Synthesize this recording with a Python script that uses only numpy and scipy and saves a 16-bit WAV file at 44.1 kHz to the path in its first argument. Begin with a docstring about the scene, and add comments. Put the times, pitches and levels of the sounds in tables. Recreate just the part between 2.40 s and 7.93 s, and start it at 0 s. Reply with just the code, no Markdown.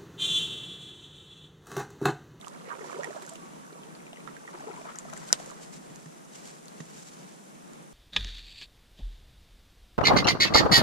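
"""A paddle makes two gentle strokes in a calm river: its blade splashes, folds under air pockets that
resonate as bubbles, and drips. An angler's tackle ticks, and the reel snaps into gear with one sharp
clack, an impact that excites the modes of frame and rod. A sleeve rustles by friction and gear bumps
the hollow plastic kayak. A light breeze, a faint whirr and a thin hiss lie underneath.
All is heard at the two microphone ports of a camera worn on the body."""
import sys
import numpy as np
from scipy import signal
from scipy.fft import rfft, irfft, next_fast_len
from scipy.io import wavfile
from scipy.ndimage import map_coordinates

SR = 44100
rng = np.random.default_rng(int(sys.argv[2]) if len(sys.argv) > 2 else 0)


def persist_wave(psi):
    """Save psi, clipped to +-1, as 16-bit WAV."""
    counts = np.round(np.clip(psi, -1, 1) * 32767).astype(np.int16)
    wavfile.write(sys.argv[1], SR, np.atleast_2d(counts).T)


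N = 243873
TOP_HZ = 15300

# Levels are relative; pan is left minus right; t60 is the time to decay by 60 dB.
# stereo width, as side over mid: f/Hz, level/dB
WIDTH = [(100, 3), (200, 0.5), (380, 2), (700, 7.5), (1300, 5.5), (2400, -1.5), (4400, -3.5), (8000, 2.5),
         (15000, -1.5)]
# spectrum of breeze and distant water: f/Hz, level/dB
BREEZE_SPECTRUM = [(25, -21.5), (90, -27.5), (115, -23.5), (150, 1.5), (200, 0.5), (300, -4), (500, -10),
                   (1000, -16), (2000, -20), (4000, -25), (8000, -43.5)]
# spectrum of the hiss: f/Hz, level/dB
HISS_SPECTRUM = [(500, -41.5), (2000, -4), (4300, -5), (5800, 4.5), (7700, 4), (8600, 2.5), (10300, 1.5),
                 (11300, -4.5), (15000, -14)]
# water surging round blade and hull: crest t/s, level/dB, rise/s, fall/s, pan/dB
SURGES = [(0.08, -47, 0.11, 0.86, -5.5), (0.62, -39, 0.34, 0.23, -8), (1.4, -50.5, 0.43, 1, -3.5),
          (2.35, -43, 0.44, 0.27, 1), (3.1, -44, 0.12, 0.12, -4), (4.1, -55, 0.81, 3.5, -1)]
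# spectrum of churned water: f/Hz, level/dB
WASH_SPECTRUM = [(150, -59), (280, 3.5), (430, 3), (700, -2.5), (1300, 1), (2000, -14.5), (3000, -10.5),
                 (6000, -33), (12000, -50)]
# contacts of line, reel and rod, plus two drops off the blade (0.0465 s, 0.9563 s) sounding as ticks: t/s,
# level/dB, f/Hz, pan/dB, snap over ring/dB
TICKS = [(0.0128, -37, 3670, -13, -5), (0.0465, -36.5, 2900, -15, -7), (0.0652, -38, 6130, -12, -5),
         (0.082, -35, 7500, -5, -0.5), (0.634, -34, 6300, -16, -10), (0.6448, -31.5, 7700, -10, -6),
         (0.8225, -45.5, 3870, -16, 8.5), (0.8265, -40, 7800, -10, 1), (0.8508, -43, 7500, -7, -1),
         (0.8647, -37, 7040, -11, 0.5), (0.8925, -30.5, 7200, -13, -2), (0.896, -30, 7600, -9, -10),
         (0.9367, -35.5, 8050, -9, -9), (0.9563, -35.5, 2750, -11, -1), (1.329, -46, 4020, 0, -6),
         (2.5577, -32, 6300, 4, -9), (2.587, -21.5, 7100, 3, -15), (2.5901, -36, 7500, 3, -12),
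         (2.736, -30.5, 6600, 0, -3), (2.776, -30.5, 7400, 0, -10), (2.8905, -37, 3380, 0, 0),
         (3.0615, -31, 7100, 0, -10), (3.108, -32.5, 6800, 1, -8), (3.5595, -35, 6600, -3, -6),
         (4.2566, -37.5, 6900, 0, -14), (4.2825, -41, 4500, -1, 2), (5.334, -38.5, 7050, -11, -7)]
# spectrum of a tick's snap: f/Hz, level/dB
SNAP_SPECTRUM = [(1000, -8), (3000, 0), (7000, 3), (10000, 0), (15000, -13)]
# spectrum of the deck's echo: f/Hz, level/dB
ECHO_SPECTRUM = [(150, -33), (550, 3), (2000, -2), (3200, 1), (5800, -2.5), (7200, -3.5), (9000, -9),
                 (14000, -27)]
# the largest air pockets: t/s, level/dB, f/Hz, pan/dB, ringing/cycles
AIR_POCKETS = [(0.07, -30, 1120, -9, 9.3), (0.278, -35, 492, -1, 13), (0.304, -31, 1500, -10, 30),
               (0.3132, -28, 1150, -9, 11), (0.317, -31, 1430, -8, 55), (0.324, -34, 1250, -8, 16),
               (0.33, -31, 1027, -8.5, 21), (0.407, -35, 407, 6, 26), (0.428, -41, 372, 5, 36),
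               (0.465, -46, 365, 3, 24), (0.541, -36, 388, 0, 27), (0.558, -33, 470, -3, 32),
               (0.568, -40, 900, -6, 27), (0.599, -40, 918, -6, 70), (0.583, -32.5, 426, 7, 17),
               (0.5915, -26, 531, -6, 16), (0.633, -25.5, 1900, -9, 17), (0.643, -28, 1880, -8, 48),
               (0.655, -35, 950, -6, 20), (0.669, -36.5, 435, 1, 39), (0.684, -35.5, 409, 7, 42),
               (0.703, -36.5, 604, -4, 19), (0.747, -37, 704, -8, 10), (0.762, -33, 575, 0, 22),
               (0.822, -41.5, 392, 6, 24), (0.851, -45, 1090, -5, 22), (0.876, -38, 1540, -6, 41),
               (0.894, -43, 923, -5, 12), (0.912, -45.5, 663, -3.5, 98), (1.031, -44.5, 359, 0, 20),
               (1.325, -40.5, 397, -1, 7.5), (1.356, -42, 506, 4, 12), (1.385, -45, 953, -7, 16),
               (1.73, -40.5, 692, 0, 8.2), (1.783, -43, 476, -2, 11), (2.14, -42, 367, 2, 34),
               (2.269, -34.5, 432, 3, 47), (2.283, -37, 774, 2, 16), (2.297, -35, 390, 6, 19),
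               (2.309, -38, 1350, 11, 19), (2.335, -39, 840, 5, 18), (2.375, -36.5, 1000, 4, 24),
               (2.411, -40.5, 630, -4, 12), (2.451, -42, 680, 0, 12), (2.488, -34, 1260, 10, 16),
               (2.548, -39, 1370, 0, 26), (2.561, -39.5, 1780, 5, 28), (2.585, -44, 1127, 1, 80),
               (2.652, -35.5, 670, -2, 8), (2.684, -40, 1250, 4, 28), (2.73, -40.5, 613, 4, 27),
               (2.767, -34, 1740, 8, 20), (2.775, -38, 1500, 3, 26), (2.822, -41, 1090, 6, 34),
               (2.904, -31.5, 1520, 0, 27), (3.115, -35.5, 1070, -20, 10)]
# the blade enters, turns or lifts out: t/s, level/dB, f/Hz, swell/s, t60/s, pan/dB
SPLASHES = [(0.258, -40.5, 1760, 0.0057, 0.13, -11), (0.284, -32, 1100, 0.025, 0.21, -10),
            (0.312, -35.5, 1250, 0.012, 0.1, -9), (0.484, -44, 1300, .003, 0.092, -10),
            (0.643, -34, 2100, .0014, 0.051, -5), (0.755, -42.5, 900, 0.0055, 0.15, -6),
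            (0.821, -35.5, 1310, .002, 0.057, -9), (2.13, -42, 1000, 0.0078, .16, -1),
            (2.268, -38, 750, .007, 0.21, 4), (2.445, -40, 1010, .005, 0.2, 3),
            (2.474, -36, 1260, 0.0083, 0.16, 2), (2.729, -27.5, 1090, .001, 0.023, 10),
            (2.812, -43.5, 1450, 0.0036, 0.12, 10)]
# arm moves that rub the sleeve: crest t/s, level/dB, rise/s, fall/s
ARM_MOVES = [(0.52, -51.5, 0.18, 0.45), (0.93, -53.5, 0.25, 0.067), (2.5, -55.5, 0.6, 0.56),
             (2.85, -49.5, 0.18, 0.28), (3.0, -45.5, 0.016, 0.11), (3.23, -45.5, 0.018, 0.035),
             (3.34, -47, 0.024, 0.039), (3.52, -58.5, 0.12, 0.78), (3.97, -48.5, 0.044, 0.11),
             (4.06, -46.5, 0.016, 0.089), (4.6, -50.5, 0.25, 0.34)]
# spectrum of sliding cloth: f/Hz, level/dB
CLOTH_SPECTRUM = [(200, -14), (500, -0.5), (1200, -3.5), (2500, -1.5), (4200, -1), (6000, 1.5), (7600, 3),
                  (8600, -4.5), (11000, -12), (15000, -25)]
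# swell of the whirr: crest t/s, level/dB, rise/s, fall/s
WHIRR_SWELL = (1.1, -56, 0.5, 0.8)
# resonances of the whirr: f/Hz, width/Hz, level/dB
WHIRR_PEAKS = [(924, 53, -4), (1137, 63, -4.5)]
# drops off the raised blade: t/s, level/dB, f/Hz, pan/dB
DRIPS = [(1.434, -41, 3200, -1), (1.5515, -40, 4430, 11), (1.604, -45, 2450, 5), (1.667, -38.5, 2400, 3),
         (1.731, -36, 3160, 2), (1.76, -42, 2800, 6), (1.771, -39, 2050, 6), (1.803, -42, 2470, 0.5),
         (1.875, -29.5, 1330, -20), (1.9663, -34.5, 1560, -11), (2.0767, -33.5, 1790, -9),
         (2.364, -40, 2150, 6), (2.7, -40, 1900, 6)]
# spectrum of a drop's slap: f/Hz, level/dB
SLAP_SPECTRUM = [(300, -14), (1000, -3), (2300, 3), (4000, -7), (7000, -9), (13000, -26)]
# air across the ports as the body turns: crest t/s, level/dB, rise/s, fall/s
GUST = (3, -48, 0.65, 0.35)
# the clutch strikes and rebounds: t/s, level/dB
CLUTCH_STRIKES = [(2.928, 11), (2.9303, -5)]
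# modes of the reel's frame: f/Hz, level/dB, t60/s, pan/dB
FRAME_MODES = [(4010, -18.5, 0.0075, -2), (4980, -13.5, 0.006, -6), (5830, -3.5, 0.0044, 3),
               (7140, -4, 0.0035, 8), (8130, -17, .005, 10), (8700, -21, 0.009, -2),
               (10240, -21.5, 0.0073, 9), (10860, -20.5, 0.0067, 5), (12630, -15.5, 0.0028, 11)]
# ping of the clutch spring: f/Hz, level/dB, t60/s
SPRING_MODE = (8265, -38, .085)
# modes of rod and grip: f/Hz, level/dB, t60/s
ROD_MODES = [(530, -29.5, 0.015), (693, -18, 0.01), (1010, -19, 0.0071), (1240, -16.5, 0.0076),
             (1580, -18.5, 0.01), (1844, -20.5, 0.01), (2200, -44, 0.0058), (2850, -24.5, 0.0099)]
# the grip thuds back once: t/s, f/Hz, level/dB, t60/s
GRIP_REBOUND = (3, 687, -30.5, 0.026)
# gear against the hull: t/s, level/dB
BUMPS = [(3.501, -34.5), (3.658, -33), (4.403, -28.5)]
# modes of the hull: f/Hz, level/dB, t60/s
HULL_MODES = [(161.5, -6, 0.14), (235, -4.5, 0.042), (400, -6.5, 0.024), (1150, -7, 0.015),
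              (1860, 0, 0.012)]
# spectrum of a brief contact with the hull: f/Hz, level/dB
CRACK_SPECTRUM = [(200, -9), (900, -2), (2500, -2.5), (4500, -7), (6800, 1), (8500, -18), (13000, -41)]


def amp(db):
    return 10 ** (np.asarray(db) / 20)


def unit(x):
    return x / np.sqrt(np.mean(x ** 2) + 1e-20)


def gain(points, hz):
    """Interpolation of (f/Hz, level/dB) points on a log axis, as an amplitude gain."""
    f, db = np.transpose(points)
    return amp(np.interp(np.log(hz + 1), np.log(f + 1), db))


def wobble(rate):
    """Random modulation: a smooth curve with rate knots a second."""
    knots = rng.standard_normal(int(N * rate / SR) + 4)
    return map_coordinates(knots, [np.arange(N) * rate / SR])


def filtered(x, response):
    """Linear filtering: the spectrum of x times a frequency response."""
    size = x.shape[-1]
    padded = next_fast_len(size + 8192)
    return irfft(rfft(x, padded) * response(np.fft.rfftfreq(padded, 1 / SR)), padded)[..., :size]


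def panned(pan_db):
    """Constant-power law for the left and right gains."""
    gains = amp(np.array([pan_db, -pan_db]).reshape(2, -1) / 2)
    return gains / np.sqrt(np.mean(gains ** 2, axis=0))


def diffuse(pair, spectrum):
    """Partial coherence: two unrelated signals, as mid and side, give coloured stereo of rms 1."""
    mid, side = filtered(pair, lambda hz: gain(spectrum, hz) * np.array([np.ones_like(hz), gain(WIDTH, hz)]))
    return unit(np.array([mid + side, mid - side]))


def noise(spectrum, size=N):
    """Spectrally shaped stereo noise of rms 1."""
    return diffuse(rng.standard_normal((2, size)), spectrum)


def add(track, s, sound):
    """Superposition of a short stereo sound at time s."""
    start = int(np.clip(round(s * SR), 0, N))
    part = sound[:, :N - start]
    track[:, start:start + part.shape[1]] += part


def fade(t, attack, t60):
    """Exponential damping after a soft onset."""
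    return (1 - np.exp(-t / attack)) * amp(-60 * t / t60)


def surge(crest_s, db, rise_s, fall_s):
    """Envelope of a movement: Gaussian rise to the crest, then exponential decay."""
    t = np.arange(N) / SR - crest_s
    return amp(db) * np.exp(-np.where(t < 0, (t / rise_s) ** 2, t / fall_s))


def ring(modes, t, attack, spread):
    """Free vibration of damped modes; the phase of each at each port scatters by spread radians."""
    return sum(amp(db) * fade(t, attack, t60)
               * np.sin(2 * np.pi * hz * t + spread * rng.standard_normal((2, 1)))
               for hz, db, t60 in modes)


def low_cut(x, corner_hz=130):
    """High-pass: the camera's low cut takes deep bass from knocks and splashes; the clack is cut higher."""
    return signal.sosfilt(signal.butter(4, corner_hz, "highpass", fs=SR, output="sos"), x)


def breeze(level_db=-49, waver_db=1.3):
    """Flow noise of breeze and distant water, wavering slightly in level."""
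    return amp(level_db + waver_db * wobble(9)) * noise(BREEZE_SPECTRUM)


def hiss(level_db=-59.5):
    """Stationary noise, strongest in the treble."""
    return amp(level_db) * noise(HISS_SPECTRUM)


def bubble(hz, cycles, glide, lag_s, swell_cycles=1, waver=0.048):
    """Bubble resonance: trapped air rings, wavering as it deforms and gliding as its depth changes."""
    life = cycles / hz
    t = np.arange(int(life * SR) + 2) / SR
    deform = np.interp(t, np.linspace(0, life, 10), rng.standard_normal(size=10))
    phase = 2 * np.pi * hz * np.cumsum(1 + glide * t / life + waver * deform) / SR
    port_phase = min(2 * np.pi * hz * lag_s, 2.3) * np.array([[-.5], [.5]])
    envelope = fade(t, swell_cycles / hz, life)
    return envelope / envelope.max() * np.sin(phase + port_phase)


def fizz(low_hz, octaves, treble_db, range_db, cycles, count):
    """Incoherent sum of bubbles, of rms 1; the smallest ring highest and are lifted by treble_db."""
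    out = np.zeros((2, N))
    for when, pitch, strength, glide in rng.uniform(size=(count, 4)):
        note = bubble(low_hz * 2 ** (octaves * pitch), cycles, 0.3 * glide, lag_s=0.00063)
        add(out, when * N / SR, amp(range_db * strength + treble_db * pitch) * note)
    return unit(out)


def churn(bubbles_db=-5.5, spray_db=-19, wash_db=-7):
    """Air entrainment: small bubbles, fine spray and a soft wash follow the surges of the water."""
    flow = np.sqrt(sum((panned(pan_db) * surge(*swell)) ** 2 for *swell, pan_db in SURGES))
    bubbles = fizz(low_hz=397.2, octaves=2.48, treble_db=3, range_db=15.5, cycles=24, count=1500)
    spray = fizz(low_hz=2200, octaves=1.67, treble_db=5, range_db=6, cycles=12, count=800)
    wash = unit(noise(WASH_SPECTRUM) * amp(4.8 * wobble(150)))
    return flow * (amp(bubbles_db) * bubbles + amp(spray_db) * spray + amp(wash_db) * wash)


def tick(hz, snap_db=-9, cycles=15):
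    """Impulse excitation: a tiny hard contact snaps, and a small part rings for a few cycles."""
    t = np.arange(SR // 40) / SR
    tone = ring([(hz, 0, cycles / hz)], t, attack=0.00038, spread=1.0)
    snap = noise(SNAP_SPECTRUM, size=len(t)) * fade(t, attack=0.0001, t60=0.0068)
    return tone / np.abs(tone).max() + amp(snap_db) * snap


def tackle(faint_db=-45, range_db=6, faint_hz=6800, count=36):
    """Light impacts: clear ticks of the handled tackle and of two early drops off the blade, with faint ticks
    at random in between."""
    out = np.zeros((2, N))
    for s, db, hz, pan_db, snap_db in TICKS:
        add(out, s, amp(db) * panned(pan_db) * tick(hz, snap_db))
    for when, strength, pitch in rng.uniform(size=(count, 3)):
        hz = faint_hz * 2 ** (.4 * (pitch - .5))
        add(out, when * N / SR, amp(faint_db + range_db * (strength - 1)) * tick(hz))
    return out


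def deck_echo(x, level_db=-11.5, t60=0.059):
    """Scattering from hull, legs and water adds a tail of a few hundredths of a second."""
    t = np.arange(SR // 8) / SR
    tail = noise(ECHO_SPECTRUM, size=len(t)) * fade(t, 0.0011, t60)
    tail /= np.linalg.norm(tail, axis=1, keepdims=True)
    return amp(level_db) * signal.fftconvolve(x, tail, axes=1)[:, :N]


def plops(level_db=-1, glide=0.045, glide_spread=0.094):
    """Volume oscillation of the larger air pockets that the blade folds under."""
    out = np.zeros((2, N))
    for s, db, hz, pan_db, cycles in AIR_POCKETS:
        note = bubble(hz, cycles, rng.normal(glide, glide_spread), lag_s=0.00034, swell_cycles=1.4)
        add(out, s, amp(db + level_db) * panned(pan_db) * note)
    return out


def splashes(level_db=-1, spatter_db=4):
    """Modulated band noise: water spatters unevenly off the blade, swells and drains away."""
    out, t = np.zeros((2, N)), np.arange(SR // 5) / SR
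    for s, db, hz, swell, t60, pan_db in SPLASHES:
        band = [(hz / 4, -18), (hz, -1), (hz * 1.23, 0), (hz * 2, -10), (hz * 4, -24), (hz * 12, -45)]
        burst = noise(band, size=len(t)) * fade(t, swell, t60)
        add(out, s, amp(db + level_db) * panned(pan_db) * burst)
    return out * unit(amp(spatter_db * wobble(220)))


def sleeve(level_db=-1, grain_db=2.0, catch_db=2.13):
    """Stick-slip friction: cloth catches and lets go countless times with each move of the arm."""
    rub = np.sqrt(sum(surge(*move) ** 2 for move in ARM_MOVES))
    slips = rng.standard_normal((2, N)) * amp(grain_db * wobble(700) + catch_db * wobble(70))
    return amp(level_db) * rub * diffuse(slips, CLOTH_SPECTRUM)


def whirr():
    """Resonant filtering: noise in two narrow peaks is a faint hollow whirr between the strokes."""
    def peaks(f):
        return sum(amp(db) / (1 + (2 * (f - hz) / width) ** 2) for hz, width, db in WHIRR_PEAKS)
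    return surge(*WHIRR_SWELL) * unit(filtered(noise(WASH_SPECTRUM), peaks))


def drips(level_db=-1, slap_db=-9, droplet_db=-14, cycles=26, glide=-0.075, lag_s=.0004,
          scatter_s=0.014, scatter_octaves=0.64, droplets=3):
    """Drop impact: a slap leaves a bubble whose note sinks with it; droplets fall back around it."""
    out, t = np.zeros((2, N)), np.arange(SR // 30) / SR
    for s, db, hz, pan_db in DRIPS:
        strength = amp(db + level_db) * panned(pan_db)
        slap = noise(SLAP_SPECTRUM, size=len(t)) * fade(t, attack=0.00016, t60=0.011)
        add(out, s, strength * amp(slap_db) * slap)
        add(out, s, strength * bubble(hz, cycles, glide, lag_s, swell_cycles=0.59))
        for when, pitch in rng.uniform(size=(droplets, 2)):
            droplet = bubble(hz * 2 ** (scatter_octaves * (2 * pitch - 1)), cycles / 2, glide, lag_s)
            add(out, s + scatter_s * when, strength * amp(droplet_db) * droplet)
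    return out


def gust():
    """Turbulence: one low puff of air crosses the microphone."""
    spectrum = [(30, -3), (100, -24), (150, 11), (300, 0.5), (700, -1.5), (2000, -7.5), (6000, -49)]
    return surge(*GUST) * noise(spectrum)


def reel_clack(port_lag_s=-0.000035, rod_delay_s=0.00111, rod_pan_db=-6, echo_db=-28.5):
    """Modal ringing: the clutch shocks frame, spring and rod; the grip thuds back, the deck echoes."""
    out, t = np.zeros((2, N)), np.arange(SR // 8) / SR
    port_t = t + port_lag_s * np.array([[.5], [-.5]])
    frame = sum((-1) ** k * amp(db) * panned(pan_db)  # successive modes alternate in sign
                * fade(t, 0.00061, t60) * np.sin(2 * np.pi * hz * port_t)
                for k, (hz, db, t60, pan_db) in enumerate(FRAME_MODES))
    for s, db in CLUTCH_STRIKES:
        add(out, s, amp(db) * frame)
    strike_s = CLUTCH_STRIKES[0][0]
    add(out, strike_s, ring([SPRING_MODE], t, attack=.0003, spread=0.39))
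    rod = ring(ROD_MODES, t, attack=0.00036, spread=0.8)
    add(out, strike_s + rod_delay_s, panned(rod_pan_db) * rod)
    rebound_s, *thud = GRIP_REBOUND
    add(out, rebound_s, ring([thud], t, attack=.0005, spread=0.5))
    echo = noise(ECHO_SPECTRUM, size=len(t)) * fade(t, attack=0.00015, t60=0.087)
    add(out, strike_s + rod_delay_s, amp(echo_db) * echo)
    return low_cut(out, corner_hz=290)


def hull_bumps(hardness=1.3, crack_db=-11):
    """Shell vibration: gear knocks the hull; weaker, softer blows give less crack and upper modes."""
    out, t = np.zeros((2, N)), np.arange(SR // 4) / SR
    loudest_db = max(db for s, db in BUMPS)
    lowest_hz = HULL_MODES[0][0]
    for s, db in BUMPS:
        soft_db = hardness * (db - loudest_db)
        modes = [(hz, level + soft_db * np.log10(hz / lowest_hz), t60) for hz, level, t60 in HULL_MODES]
        crack = noise(CRACK_SPECTRUM, size=len(t)) * fade(t, attack=0.00035, t60=0.048)
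        shell = ring(modes, t, attack=0.0012, spread=0.49)
        add(out, s, amp(db) * (shell + amp(crack_db + soft_db) * crack))
    return low_cut(out)


def scene():
    """Superposition of water and gear close by, over the quiet of the river."""
    near = low_cut(plops() + drips() + tackle() + splashes())
    kayak = near + deck_echo(near) + churn() + whirr() + reel_clack() + hull_bumps() + sleeve()
    return kayak + breeze() + gust() + hiss()


def record(dry):
    """Saturation and band limit: the camera stops at full scale and keeps nothing above TOP_HZ."""
    return filtered(np.clip(dry, -1, 1), lambda hz: hz < TOP_HZ)


dry = scene()
out = record(dry)
persist_wave(out)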